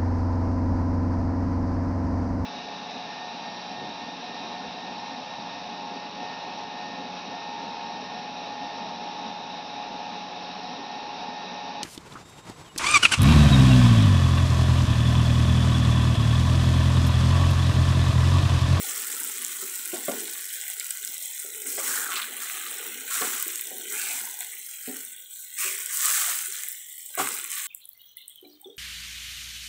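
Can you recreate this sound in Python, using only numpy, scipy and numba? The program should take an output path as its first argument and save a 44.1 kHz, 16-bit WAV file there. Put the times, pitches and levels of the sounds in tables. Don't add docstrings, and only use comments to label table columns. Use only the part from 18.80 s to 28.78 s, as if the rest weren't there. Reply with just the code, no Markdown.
import sys
import numpy as np
from scipy import signal
from scipy.fft import rfft, irfft, next_fast_len
from scipy.io import wavfile
from scipy.ndimage import uniform_filter1d
from numba import njit

SR = 44100
rng = np.random.default_rng(int(sys.argv[2]) if len(sys.argv) > 2 else 0)


def unload_audio(sound):
    columns = np.transpose(np.atleast_2d(sound))
    steps = np.round(np.clip(columns, -1, 1) * 32767)
    wavfile.write(sys.argv[1], SR, steps.astype(np.int16))


def undo_db(level):
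    steps = np.asarray(level, float) / 20
    return 10 ** steps


N = 440118
TIME = np.arange(N) / SR
CUT_S = 8.869

# frequency in Hz, density in dB per Hz.
SIMMER_SPECTRUM = [(88, -23), (150, 3.5), (405, -6), (1050, -9), (1490, -2.5), (2030, -6), (2240, -15.5),
                   (2470, -13.5), (3180, -3.5), (4980, -14.5), (7950, 1.5), (12400, -10), (15700, 2.5)]
# frequency in Hz, density in dB per Hz.
SIZZLE_SPECTRUM = [(530, -47.5), (900, -25.5), (1120, -6.5), (1320, -7), (1780, -4), (2010, -5.5),
                   (2210, -4.5), (2370, -5), (3360, -1), (4010, -1), (5890, -15.5), (8130, -4.5),
                   (12200, -21.5), (15000, -17), (15700, -16)]
# frequency in Hz, density in dB per Hz.
BUBBLE_SPECTRUM = [(59, -58), (100, -32.5), (174, -19.5), (228, -4.5), (323, -10.5), (412, -1.5),
                   (609, -16.5), (693, -7), (1100, -7.5), (1430, -30.5), (2420, -120)]
# frequency in Hz, density in dB per Hz.
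HISS_SPECTRUM = [(12, -37), (30, -9), (90, -1), (200, -9), (1500, -11.5), (3000, -11), (4700, -16),
                 (5600, -11.5), (10000, -15.5), (12500, -21), (15700, -13.5)]
# frequency in Hz, level in dB.
LEARNT_NOISE = [(150, 1.5), (400, -1.5), (700, 3.5), (850, 1), (1000, 11), (1280, 12.5), (1420, 5.5),
                (1520, 2), (1750, 7), (2030, -0.5), (2280, 10.5), (2700, 6.5), (3100, -0.5), (4100, 3),
                (4600, 10.5), (6300, 4.5), (8000, -4), (10300, -1), (15700, -10.5)]
# frequency in Hz, level in dB.
PAN_MODES = [(140, -14), (195, -17), (240, -11), (295, -8), (390, -3.5), (425, -5), (555, -8.5), (630, -10),
             (750, -5), (970, -15.5), (1140, -0.5), (1400, -0.5), (1640, -19), (2040, -3.5)]
# frequency in Hz, width in Hz, level in dB.
RIM_MODES = [(1500, 35, -1), (2050, 150, 2), (2430, 44, 8), (2950, 290, -3), (3500, 940, 1.5),
             (4080, 390, -3), (5780, 540, 3.5), (6210, 170, -9)]
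# time in seconds, calm sizzle level in dB.
EDGE_HEAT = [(0.0, -30.5), (0.7, -33), (1.5, -33.5), (2.2, -36), (2.64, -35), (2.82, -37), (3.5, -50.5),
             (3.62, -33.5), (4.1, -36.5), (4.27, -38.5), (5.0, -43), (5.75, -38.5), (6.15, -34.5),
             (6.45, -44.5), (6.7, -39), (8.0, -43), (8.87, -49)]
# start in seconds, peak in dB, hold in seconds, fade in dB per second, depth in dB.
SAUCE_FLARES = [(1.985, -41, 0.12, 26, 2), (2.841, -29.5, .02, 27, -3), (2.961, -30, 0.041, 24.5, 1),
                (3.043, -29, 0.03, 32, -1.5), (3.267, -39.5, 0.098, 91, 12), (3.446, -41, 0.27, 11.5, 8.5),
                (4.256, -27.5, 0.13, 26, 1.5), (4.713, -42, 0.025, 60, -11), (5.036, -30, 0.22, 45, -1),
                (5.58, -39, 0.024, 84, 3), (6.48, -37.5, 0.019, 93, -4.5), (6.76, -26, 0.042, 62, -1),
                (6.9, -35.5, 0.18, 21, 1.5), (7.086, -29, 0.073, 23, -3), (7.156, -24, 0.17, 39, 1),
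                (7.724, -36.5, 0.021, 54.5, 1.5), (8.019, -39.5, 0.2, 30, -4), (8.361, -28, 0.017, 30.5, 3),
                (8.672, -32, 0.059, 20.5, 1)]
# start in seconds, fine fizz in dB, coarse spit in dB, mid fizz in dB.
LATE_SPATTER = [
    (8.872, -85, -46.5, -80.5),
    (8.948, -49, -50.5, -46),
    (9.052, -54, -70, -52),
    (9.19, -71, -49, -80),
    (9.365, -50, -42.5, -43.5),
    (9.479, -56.5, -50.5, -44.5),
    (9.62, -62, -51.5, -80),
    (9.81, -69, -66, -64),
    (9.9, -73, -52, -80),
    (9.955, -62, -61, -81),
]
# time in seconds, deep plops in dB, share of small light bubbles in dB.
BOIL_STRENGTH = [(0.0, -56, -2), (1.1, -59, -6), (1.6, -60.5, -9), (2.05, -67.5, 4), (2.25, -59.5, -6.5),
                 (2.6, -64.5, -2), (2.83, -54, -9), (3.5, -58, 2), (4.08, -53.5, -5), (4.75, -64, -0.5),
                 (5.0, -54, -5), (5.3, -58.5, 4), (5.6, -62.5, 4.5), (5.9, -68.5, -2), (6.6, -73, -0.5),
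                 (7.22, -77, 8), (7.5, -65, 11.5), (7.95, -74, -23.5)]
# start in seconds, peak in dB,
# frequency in Hz.
LOUD_SPITS = [(0.0328, -22.5, 7340), (0.0857, -11, 14700), (0.194, -20, 7980), (0.312, -17, 7950),
              (0.3471, -21, 8800), (0.3998, -11, 9900), (0.4189, -19, 9860), (0.432, -12.5, 7650),
              (0.4509, -19, 8230), (0.4744, -12, 8130), (0.59, -18, 7400), (0.6464, -10, 7300),
              (0.6634, -12, 7900), (0.716, -17, 8500), (0.7507, -22, 8430), (0.841, -13, 8600),
              (0.8959, -15, 7860), (0.9228, -14, 8600), (0.9552, -13, 7560), (1.0006, -29, 7800),
              (1.055, -11, 10000), (1.0745, -11, 7870), (1.2361, -20, 7440), (1.3154, -12.5, 7900),
              (1.4416, -27, 8200), (1.4962, -16, 7900), (1.5793, -20, 8130), (1.6818, -25, 8430),
              (1.727, -15, 8000), (1.8116, -11.5, 7700), (1.8787, -13, 7810), (1.8992, -13, 8480),
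              (1.9964, -6, 7640), (2.0428, -12, 7830), (2.0645, -14, 10200), (2.1056, -7.5, 8200),
              (2.14, -22, 8000), (2.171, -14.5, 7900), (2.2266, -13.5, 8090), (2.2473, -8, 8060),
              (2.2738, -10, 7040), (2.2927, -23, 8200), (2.3416, -16, 7700), (2.379, -14, 7700),
              (2.4239, -13, 7930), (2.441, -23, 7900), (2.4557, -13, 8250), (2.486, -24, 8840),
              (2.575, -26, 8150), (2.598, -15, 7970), (2.7462, -17, 8500), (2.798, -19, 8280),
              (2.818, -14, 8450), (2.869, -10, 8450), (2.8833, -25, 8070), (2.9018, -16, 8070),
              (2.9272, -21, 8070),
              (3.0895, -17, 14600), (3.1818, -14.5, 8000), (3.7939, -12, 14900), (3.8338, -21, 14900),
                 (4.3332, -29, 8400), (4.4075, -20, 7650), (4.5687, -16, 8400), (4.5976, -9, 14900),
                 (4.624, -3, 14700), (4.6789, -4, 14600), (4.7562, -8, 7200), (4.8096, -7, 14300),
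                 (4.8695, -41, 7640), (4.8695, -13, 8030), (4.9812, -9, 14900), (5.1209, -18, 7700),
                 (5.3823, -19, 8010), (5.4247, -25, 8210), (5.51, -15, 8660), (5.5888, -17, 7870),
                 (5.6048, -9.5, 7800), (5.9106, -19, 8800), (6.166, -16, 8630), (6.2488, -13.5, 8650),
                 (6.7876, -21, 7800), (6.8131, -16, 7830), (6.9208, -16, 8060), (7.059, -8.5, 7900),
                 (7.0929, -16, 8300), (7.1074, -14, 8340), (7.1398, -19, 8420), (7.1702, -6.5, 7620),
                 (7.2291, -15, 7630), (7.2555, -2.5, 7700), (7.3239, -6.5, 8200), (7.3658, -4, 8400),
                 (7.5489, -33, 7800), (7.5873, -7.5, 8300), (7.7649, -27, 15200), (7.7649, -18, 8300),
                 (7.8038, -22, 8400), (7.8337, -10.5, 7760), (7.8836, -4, 14800), (7.916, -8, 14500),
                 (8.2608, -16.5, 14900), (8.3506, -6, 14900), (8.392, -13, 14900), (8.4872, -11, 8200),
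                 (8.5391, -13, 8100), (8.5656, -15, 8300), (8.5855, -15, 7800), (8.6409, -11, 8200),
                 (8.7028, -14.5, 8300), (8.7152, -9, 8300), (8.7871, -19, 14900)]
# start in seconds, peak in dB, frequency in Hz.
LATE_TICKS = [(8.922, -31.5, 14300), (8.9471, -16, 8000), (8.9738, -30, 14250), (8.9795, -30.5, 8030),
              (9.0021, -32, 8170), (9.04, -29, 14100), (9.054, -21.5, 9100), (9.0897, -18.5, 14500),
              (9.1313, -24.5, 14140), (9.176, -30.5, 13200), (9.196, -31, 13960), (9.2161, -25.5, 14900),
              (9.369, -18, 14900), (9.415, -31, 14800), (9.4361, -42, 14900), (9.458, -27.5, 14300),
              (9.48, -21.5, 8140), (9.496, -25, 13100), (9.5438, -42, 14700), (9.557, -23.5, 14300),
              (9.613, -29, 13000), (9.673, -28, 14600), (9.7165, -32, 7700), (9.8142, -22, 8360),
              (9.9677, -26, 14900)]
# start in seconds, peak in dB, main ring in Hz, contact in milliseconds, ring t60 in seconds.
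SPATULA_KNOCKS = [(0.825, -34, 385, 0.73, 0.087), (1.13, -24, 337, 0.81, 0.12),
                  (1.281, -16.5, 620, 0.56, 0.095), (2.645, -35, 405, 0.87, 0.096),
                  (2.852, -35.5, 277, 0.73, 0.21), (2.98, -21.5, 1220, 0.19, 0.095),
                  (4.41, -27.5, 421, 0.46, 0.29), (4.42, -21.5, 1208, 0.24, 0.13),
                  (4.659, -33.5, 315, 0.75, 0.35), (4.91, -32, 528, 0.8, 0.27),
                  (6.076, -25.5, 251, 1.1, 0.28), (6.845, -38, 420, 1.1, 0.5),
                  (7.302, -64, 1200, 0.38, 0.08), (7.674, -37.5, 389, 1.9, 0.13),
                  (8.376, -23, 696, 0.34, 0.13), (8.396, -16.5, 771, 0.3, 0.14),
                  (9.625, -33, 387, 0.58, 0.074), (9.857, -36.5, 380, 0.47, 0.17),
                  (9.641, -37.5, 678, 0.39, 0.16), (9.651, -37.5, 300, 1.3, 0.5),
                  (9.885, -40, 476, 1.1, 0.28), (9.895, -41.5, 298, 0.99, 0.2),
                  (8.398, -22, 1250, 0.4, 0.12), (1.286, -32, 331, 0.51, 0.74),
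                  (1.133, -26, 655, 0.77, 0.16), (8.385, -23, 128, 1.5, 0.15), (4.051, -42, 297, 0.9, 0.31)]
# start in seconds, peak in dB, frequency in Hz, length in seconds.
BLADE_RASPS = [
    (2.003, -21, 2690, 0.0027),
    (2.874, -41, 3770, 0.014),
    (3.353, -19, 3600, 0.011),
    (3.417, -17, 3040, 0.0023),
    (5.731, -24.5, 1900, 0.0038),
    (8.339, -38, 1970, 0.021),
    (8.344, -28, 1580, 0.0051),
]
# start in seconds, peak in dB.
BLADE_TAPS = [(2.98, -18), (4.419, -13), (5.52, -27), (5.529, -31), (5.6108, -16.5), (5.621, -26),
              (5.6312, -25), (5.647, -27), (5.6566, -29), (5.7344, -32), (7.531, -17), (7.786, -22),
              (7.805, -23), (7.835, -20.5), (8.069, -37), (8.18, -25)]
# time in seconds, ring in Hz, level in dB.
SCRAPE_STROKES = [
    [(3.06, 1540, -25), (3.12, 1560, -23.5), (3.2, 1630, -23), (3.3, 1380, -24.5), (3.42, 1330, -37)],
    [(4.3, 1500, -23), (4.45, 1500, -35), (4.7, 1490, -35)],
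    [(5.1, 1930, -31), (5.2, 2560, -27.5), (5.3, 2390, -28), (5.42, 2150, -32)],
    [(7.2, 1260, -50), (7.3, 1190, -28.5), (7.45, 1280, -38), (7.6, 1230, -30.5)],
    [(5.1, 1500, -32), (5.2, 1620, -31), (5.3, 1600, -36), (5.48, 1500, -37)],
    [(5.2, 4240, -34), (5.27, 4100, -32), (5.36, 3900, -40)],
    [(6.78, 2330, -26), (6.84, 2640, -24), (6.95, 2280, -29)],
]
# start in seconds, peak in dB, frequency in Hz.
LATE_DROPS = [(8.892, -37, 2420), (8.8992, -42.5, 2650), (9.053, -56.5, 3000), (9.1166, -42, 4290),
              (9.15, -42.5, 5680), (9.194, -40.5, 3100), (9.269, -43, 5750), (9.3788, -43, 3500),
              (9.406, -56, 3340), (9.491, -45, 3400), (9.5574, -38.5, 3250), (9.6357, -41, 4100),
              (9.69, -41.5, 5570), (9.695, -39.5, 4800), (9.7285, -44, 4550), (9.7594, -45, 2180),
              (9.843, -39.5, 3340), (9.8979, -39.5, 3500), (9.18, -54, 5570), (9.272, -47.5, 7570),
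              (9.31, -56, 5730), (9.37, -46, 5700), (9.553, -41.5, 6070), (9.642, -41.5, 2250),
              (9.71, -42, 4300), (9.732, -42, 1210), (9.76, -49, 4740), (9.784, -59, 6800),
              (9.872, -42.5, 5670), (9.95, -52, 5650), (9.319, -56, 422), (9.43, -58.5, 461),
              (9.365, -42.5, 2030), (9.39, -47.5, 2235), (9.43, -52, 2030), (9.48, -45, 1970),
              (9.15, -45, 2150), (9.529, -51, 2450), (9.8, -52, 826), (8.93, -44, 2050)]

SIMMER_DB, LATE_SIMMER_DB, HISS_DB = -40, -6, -73.5
FLARE_RISE_S, RISE_PER_HOLD = 0.021, 0.41
SPLASH_S, SPLASH_DB = 0.013, 3
TOP_DB, TOP_SLOPE = -4, 0.96
SPIT_DB, SPIT_SLOPE, SLOSH_DB, SLOSH_SLOPE = -6, 0.96, -6, 0.9
LATE_FIZZ_FADE_DB_S, LATE_SPIT_FADE_DB_S, LATE_MID_FADE_DB_S = 102, 44.5, 170
STIRRED_DB = -29.5
JOLT_DB, JOLT_FADE_DB_S, JOLT_PER_BOIL = -30, 63, 0.24
SPIT_GAIN_DB, LATE_TICK_GAIN_DB = -1, 4.5
STRIP, LATE_STRIP, STRIP_FLOOR_DB = 1.396, 1.7, -28
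RELEASE_S, RIPPLE_DB, LATE_RIPPLE_DB = .045, 3.8, 3.5
LEARN_DB, LEARN_S = -3.5, 3.2


def level(x, db):
    return x * undo_db(db) / np.sqrt(np.mean(x ** 2))


def shape_db(points, hz):
    p = np.array(points, float)
    return np.interp(np.log(hz + 1), np.log(p[:, 0]), p[:, 1], left=-90, right=-90)


def colour(x, points):
    size = next_fast_len(N)
    spec = rfft(x, size)
    even = spec / np.sqrt(uniform_filter1d(np.abs(spec) ** 2, size=4000) + 1e-18)
    hz = np.arange(len(spec)) * SR / size
    return irfft(even * undo_db(shape_db(points, hz)), size)[:N]


def highpass(x, order, hz):
    return signal.sosfilt(signal.butter(order, hz, "high", fs=SR, output="sos"), x)


def band(x, lo_hz, hi_hz):
    return level(signal.sosfilt(signal.butter(3, [lo_hz, hi_hz], "band", fs=SR, output="sos"), x), 0)


def curve(rows, column):
    rows = np.array(rows, float)
    return np.interp(TIME, rows[:, 0], rows[:, column])


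def burst_db(start, peak_db, rise_s, hold_s, fade_db_s):
    x = TIME - start
    rise = np.clip(x / rise_s, 1e-5, 1)
    return peak_db + 20 * np.log10(rise) - fade_db_s * np.maximum(x - rise_s - hold_s, 0)


def total_db(levels):
    return 10 * np.log10(sum(undo_db(2 * db) for db in levels) + 1e-30)


def walk(rate):
    k = int(SR / rate)
    held = np.repeat(rng.standard_normal(N // k + 1), k)
    return 0.81 * uniform_filter1d(held, k)[:N]


def blows(s, db):
    out = np.zeros(N)
    out[(s * SR).astype(int)] = undo_db(db)
    return out


@njit
def rings(out_len, start, hz, decay_s, glide, size):
    out = np.zeros(out_len)
    for k in range(len(start)):
        w, d = 2 * np.pi * hz[k] / SR, np.exp(-1 / (decay_s[k] * SR))
        a, ph, i = size[k], 0., int(start[k] * SR)
        while abs(a) > abs(size[k]) * .003 and i < out_len and w < 2.8:
            ph += w
            out[i] += a * np.sin(ph)
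            a, w, i = a * d, w * glide, i + 1
    return out


def grains(count, lo_hz, hi_hz, cycles, spread_db, glide):
    when, pitch, strength, damping = rng.random((count, 4)).T
    hz = lo_hz * (hi_hz / lo_hz) ** pitch
    size = undo_db(spread_db * np.minimum(-np.log(1 - strength), 4.6))
    return rings(N, when * N / SR, hz, cycles * (0.2 + damping) / hz, glide, size * np.sqrt(hz / lo_hz))


def pan_rim(x, share):
    out = x.copy()
    for hz, width, db in RIM_MODES:
        out += share * undo_db(0.63 * db) * signal.lfilter(*signal.iirpeak(hz, hz / max(width, 30), fs=SR), x)
    return out


def simmer():
    fizz = grains(count=60000, lo_hz=195.5, hi_hz=14900.0, cycles=3.5, spread_db=2.5, glide=0.98)
    fizz = pan_rim(level(colour(fizz, SIMMER_SPECTRUM), SIMMER_DB - 3.0), share=1.0)
    fizz = highpass(fizz, 2, 380)
    return fizz * undo_db(2.36 * walk(6.3) + LATE_SIMMER_DB * (TIME > CUT_S))


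def stirring():
    flares = [burst_db(s, db, FLARE_RISE_S + RISE_PER_HOLD * hold, hold, fade)
              for s, db, hold, fade, _ in SAUCE_FLARES]
    calm = curve(EDGE_HEAT, 1)
    main = total_db([calm] + flares)
    depth = total_db([calm] + [f + row[4] for f, row in zip(flares, SAUCE_FLARES)]) - main
    splash = np.zeros(N)
    for f, row in zip(flares, SAUCE_FLARES):
        since = np.maximum(TIME - row[0] - FLARE_RISE_S, 0)
        splash += SPLASH_DB * undo_db(f - main) ** 2 * np.exp(-since / SPLASH_S)
    swing = main + 30
    top = -30.0 + TOP_DB + TOP_SLOPE * swing - splash
    spit = -30.5 + SPIT_DB + SPIT_SLOPE * swing + 0.75 * depth
    slosh = -29.0 + SLOSH_DB + SLOSH_SLOPE * swing + depth + splash
    late_top = total_db([burst_db(s, db, 0.0026, 0, LATE_FIZZ_FADE_DB_S) for s, db, _, _ in LATE_SPATTER])
    late_main = total_db([burst_db(s, db, 0.0025, 0.015, LATE_MID_FADE_DB_S) for s, _, _, db in LATE_SPATTER])
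    late_spit = total_db([burst_db(s, db, 0.01, 0, LATE_SPIT_FADE_DB_S) for s, _, db, _ in LATE_SPATTER])
    late_spit = late_spit + 0.5 + 2.9 * walk(30)
    late = [late_main, late_top, late_spit, late_spit - 18]
    return np.where(TIME < CUT_S, [main, top, spit, slosh], late)


def sizzle(main_db, top_db, spit_db, slosh_db):
    roar = level(grains(count=50000, lo_hz=1020.0, hi_hz=15900.0, cycles=1.2, spread_db=0.0, glide=0.96), 0)
    roar = level(colour(roar + .5 * rng.standard_normal(N), SIZZLE_SPECTRUM), 0)
    snaps = grains(count=9000, lo_hz=2500., hi_hz=16000., cycles=1.6, spread_db=2.3, glide=1.)
    snaps = level(colour(snaps, SIZZLE_SPECTRUM), 0)
    calm = np.clip((-26.0 - main_db) / 9, .15, .6)
    pops = np.sqrt(1 - calm) * roar + np.sqrt(calm) * snaps
    pops = pan_rim(pops * undo_db(0.89 * walk(110) + 0.28 * walk(40)), share=0.38)
    out = band(pops, 5505, 11220) * undo_db(main_db)
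    out += band(pops, 10690, 17000) * undo_db(top_db)
    out += band(pops, 2244, 6500) * undo_db(spit_db)
    out += band(pops, 1343, 2740) * undo_db(slosh_db - 2.5)
    deep_db = slosh_db - 7 + 0.65 * np.minimum(slosh_db + 32, 0)
    return out + band(pops, 942, 1346) * undo_db(deep_db)


def bubbling(slosh_db):
    plops = grains(count=6000, lo_hz=199.8, hi_hz=1085.0, cycles=14.0, spread_db=2.5, glide=1.00003)
    plops = colour(plops, BUBBLE_SPECTRUM)
    boil = curve(BOIL_STRENGTH, 1)
    jolts = total_db([burst_db(k[0], k[1] + JOLT_DB, 0.013, 0.025, JOLT_FADE_DB_S) for k in SPATULA_KNOCKS])
    jolts = jolts + JOLT_PER_BOIL * (boil + 60)
    stirred = STIRRED_DB + slosh_db + 0.75 * (slosh_db + 26)
    light = total_db([boil + curve(BOIL_STRENGTH, 2), jolts - 4, stirred])
    deep = total_db([boil, jolts])
    return band(plops, 140, 555) * undo_db(deep + 4.5) + band(plops, 532, 966) * undo_db(light + 6.0)


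def spits():
    s, db, hz = np.transpose(LOUD_SPITS + LATE_TICKS)
    db = db + np.where(s > CUT_S, LATE_TICK_GAIN_DB, SPIT_GAIN_DB)
    s = s + np.where(s > CUT_S, .0011, .0019)
    out = rings(N, s - .0002, hz, 3.5 / hz, 1., undo_db(db - 4))
    blow = blows(s, db)
    out += undo_db(-4) * highpass(blow, 2, 6000)
    spray = signal.lfilter([1], [1, -np.exp(-1 / (0.00051 * SR))], blow)
    out += undo_db(-7.5) * spray * band(rng.standard_normal(N), 6300, 13000)
    thinnest = highpass(out, 6, 11000)
    small = hz[np.searchsorted(s, TIME + .002) - 1] > 11000
    thin = np.where(small, thinnest, highpass(out, 6, 7200))
    full = highpass(out, 2, 3500)
    full = np.where(small, 0.3 * full + 1.0 * thinnest, full)
    return np.where(TIME < CUT_S, full, thin + undo_db(-13) * blow)


def knocks():
    out, modes = np.zeros(N), np.array(PAN_MODES, float)
    wood = band(rng.standard_normal(N), 460, 2900)
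    for s, db, main_hz, contact_ms, t60 in SPATULA_KNOCKS:
        detune, uneven, jitter = rng.standard_normal((len(modes) + 1, 3)).T
        hz = np.append(modes[:, 0], main_hz) * (1 + 0.028 * detune)
        soft = 1 / (1 + (hz * contact_ms / 1000) ** 4)
        mode_db = np.append(modes[:, 1] - 7 + 3.6 * uneven[:-1], -7)
        size = undo_db(db + mode_db) * soft * np.sign(jitter)
        size *= undo_db(-1.5 * np.log2(hz / main_hz) ** 2)
        decay = max(t60, .02) / np.log(1000) * (400 / hz) ** 0.35
        crack = np.exp(-np.clip(TIME - s, 0, 1) / 0.011) * (TIME > s)
        out += wood * crack * undo_db(db - 8.5 - 10 * contact_ms + 4 * np.log2(main_hz / 1100))
        for lag_s, gain in ((0, 0.83), (.011, 0.38), (.026, 0.2), (.05, 0.15)):
            start = s + lag_s + 0.00086 * np.abs(jitter)
            out += rings(N, start, hz * (1 + lag_s), decay, 1., gain * size)
    return out


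def rasps():
    out = np.zeros(N)
    for s, db, hz, length in BLADE_RASPS:
        x = np.clip((TIME - s) / max(length, .0012), 0, 30)
        out += band(rng.standard_normal(N), 0.64 * hz, 1.4 * hz) * undo_db(db - 11.5) * x * np.exp(1 - x)
    return out


def taps():
    blow = blows(*np.transpose(BLADE_TAPS))
    grit = signal.lfilter([1], [1, -np.exp(-1 / (0.0013 * SR))], blow) * rng.standard_normal(N)
    blade = signal.butter(2, [1300, 4400], "band", fs=SR, output="sos")
    return signal.sosfilt(blade, 5 * blow + 0.8 * grit)


def scrape():
    out = np.zeros(N)
    for rows in SCRAPE_STROKES:
        s, hz, db = np.transpose(rows)
        place, detune, strength = rng.random((200, 3)).T
        t = s[0] + (s[-1] - s[0]) * place
        edge = np.sin(np.pi * place) ** 0.15
        size = undo_db(np.interp(t, s, db) - 6.0 + 4.0 * strength) * edge * np.sqrt(s[-1] - s[0])
        pitch = np.interp(t, s, hz) * (1 + .22 * (detune - .5))
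        out += rings(N, t, pitch, np.full(len(t), .003), 1., size)
    return out


def drops():
    s, db, hz = np.transpose(LATE_DROPS)[:, :, None]
    lag, detune, loss = rng.random((len(s), 3, 6)).transpose(1, 0, 2)
    t = (s + .045 * lag ** 2).ravel()
    pitch = (hz * (1 + 0.12 * (detune - .5))).ravel()
    return rings(N, t, pitch, np.maximum(.004, 9 / pitch), 1., undo_db(db + 2 - 8 * loss).ravel())


def scene():
    levels = stirring()
    food = simmer() + sizzle(*levels) + bubbling(levels[3]) + spits() + drops()
    spatula = knocks() + rasps() + taps() + scrape()
    return (food + spatula)[None]


def strip_steady(x, strength, ripple_db):
    hz, t, spec = signal.stft(x, SR, nperseg=512, noverlap=384)
    learnt = undo_db(2 * shape_db(SIMMER_SPECTRUM, hz))
    learnt *= undo_db(2 * SIMMER_DB) / np.sum(learnt) * .75
    learnt *= strength * undo_db(2 * shape_db(LEARNT_NOISE, np.clip(hz, 160, 15600)))
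    error = uniform_filter1d(rng.standard_normal(spec.shape), size=90, axis=1)
    drift_db = ripple_db * error / error.std() + LEARN_DB * np.exp(-t / LEARN_S)
    power = signal.lfilter([.16], [1, -.84], np.abs(spec) ** 2, axis=1)
    keep = 1 - learnt[:, None] * undo_db(2 * drift_db) / (power + 1e-18)
    keep = np.clip(keep * np.abs(keep), undo_db(2 * STRIP_FLOOR_DB), 1)
    fall = np.exp(-128 / SR / RELEASE_S)
    for i in range(1, keep.shape[1]):
        keep[:, i] = np.maximum(keep[:, i], fall * keep[:, i - 1])
    return signal.istft(spec * np.sqrt(keep), SR, nperseg=512, noverlap=384)[1][:N]


def band_limit(x):
    return signal.sosfilt(signal.butter(12, 16830, fs=SR, output="sos"), x)


def record(dry):
    x = highpass(dry[0], 4, 165)
    x = signal.sosfilt(signal.ellip(8, .3, 50, 15750, fs=SR, output="sos"), x)
    early = strip_steady(x * (TIME < CUT_S), STRIP, RIPPLE_DB)
    late = strip_steady(x * (TIME >= CUT_S), STRIP * LATE_STRIP, LATE_RIPPLE_DB)
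    hiss = level(colour(rng.standard_normal(N), HISS_SPECTRUM), HISS_DB)
    mix = np.where(TIME < CUT_S, early, late) + hiss
    return band_limit(mix[None])


dry = scene()
out = record(dry)
unload_audio(out)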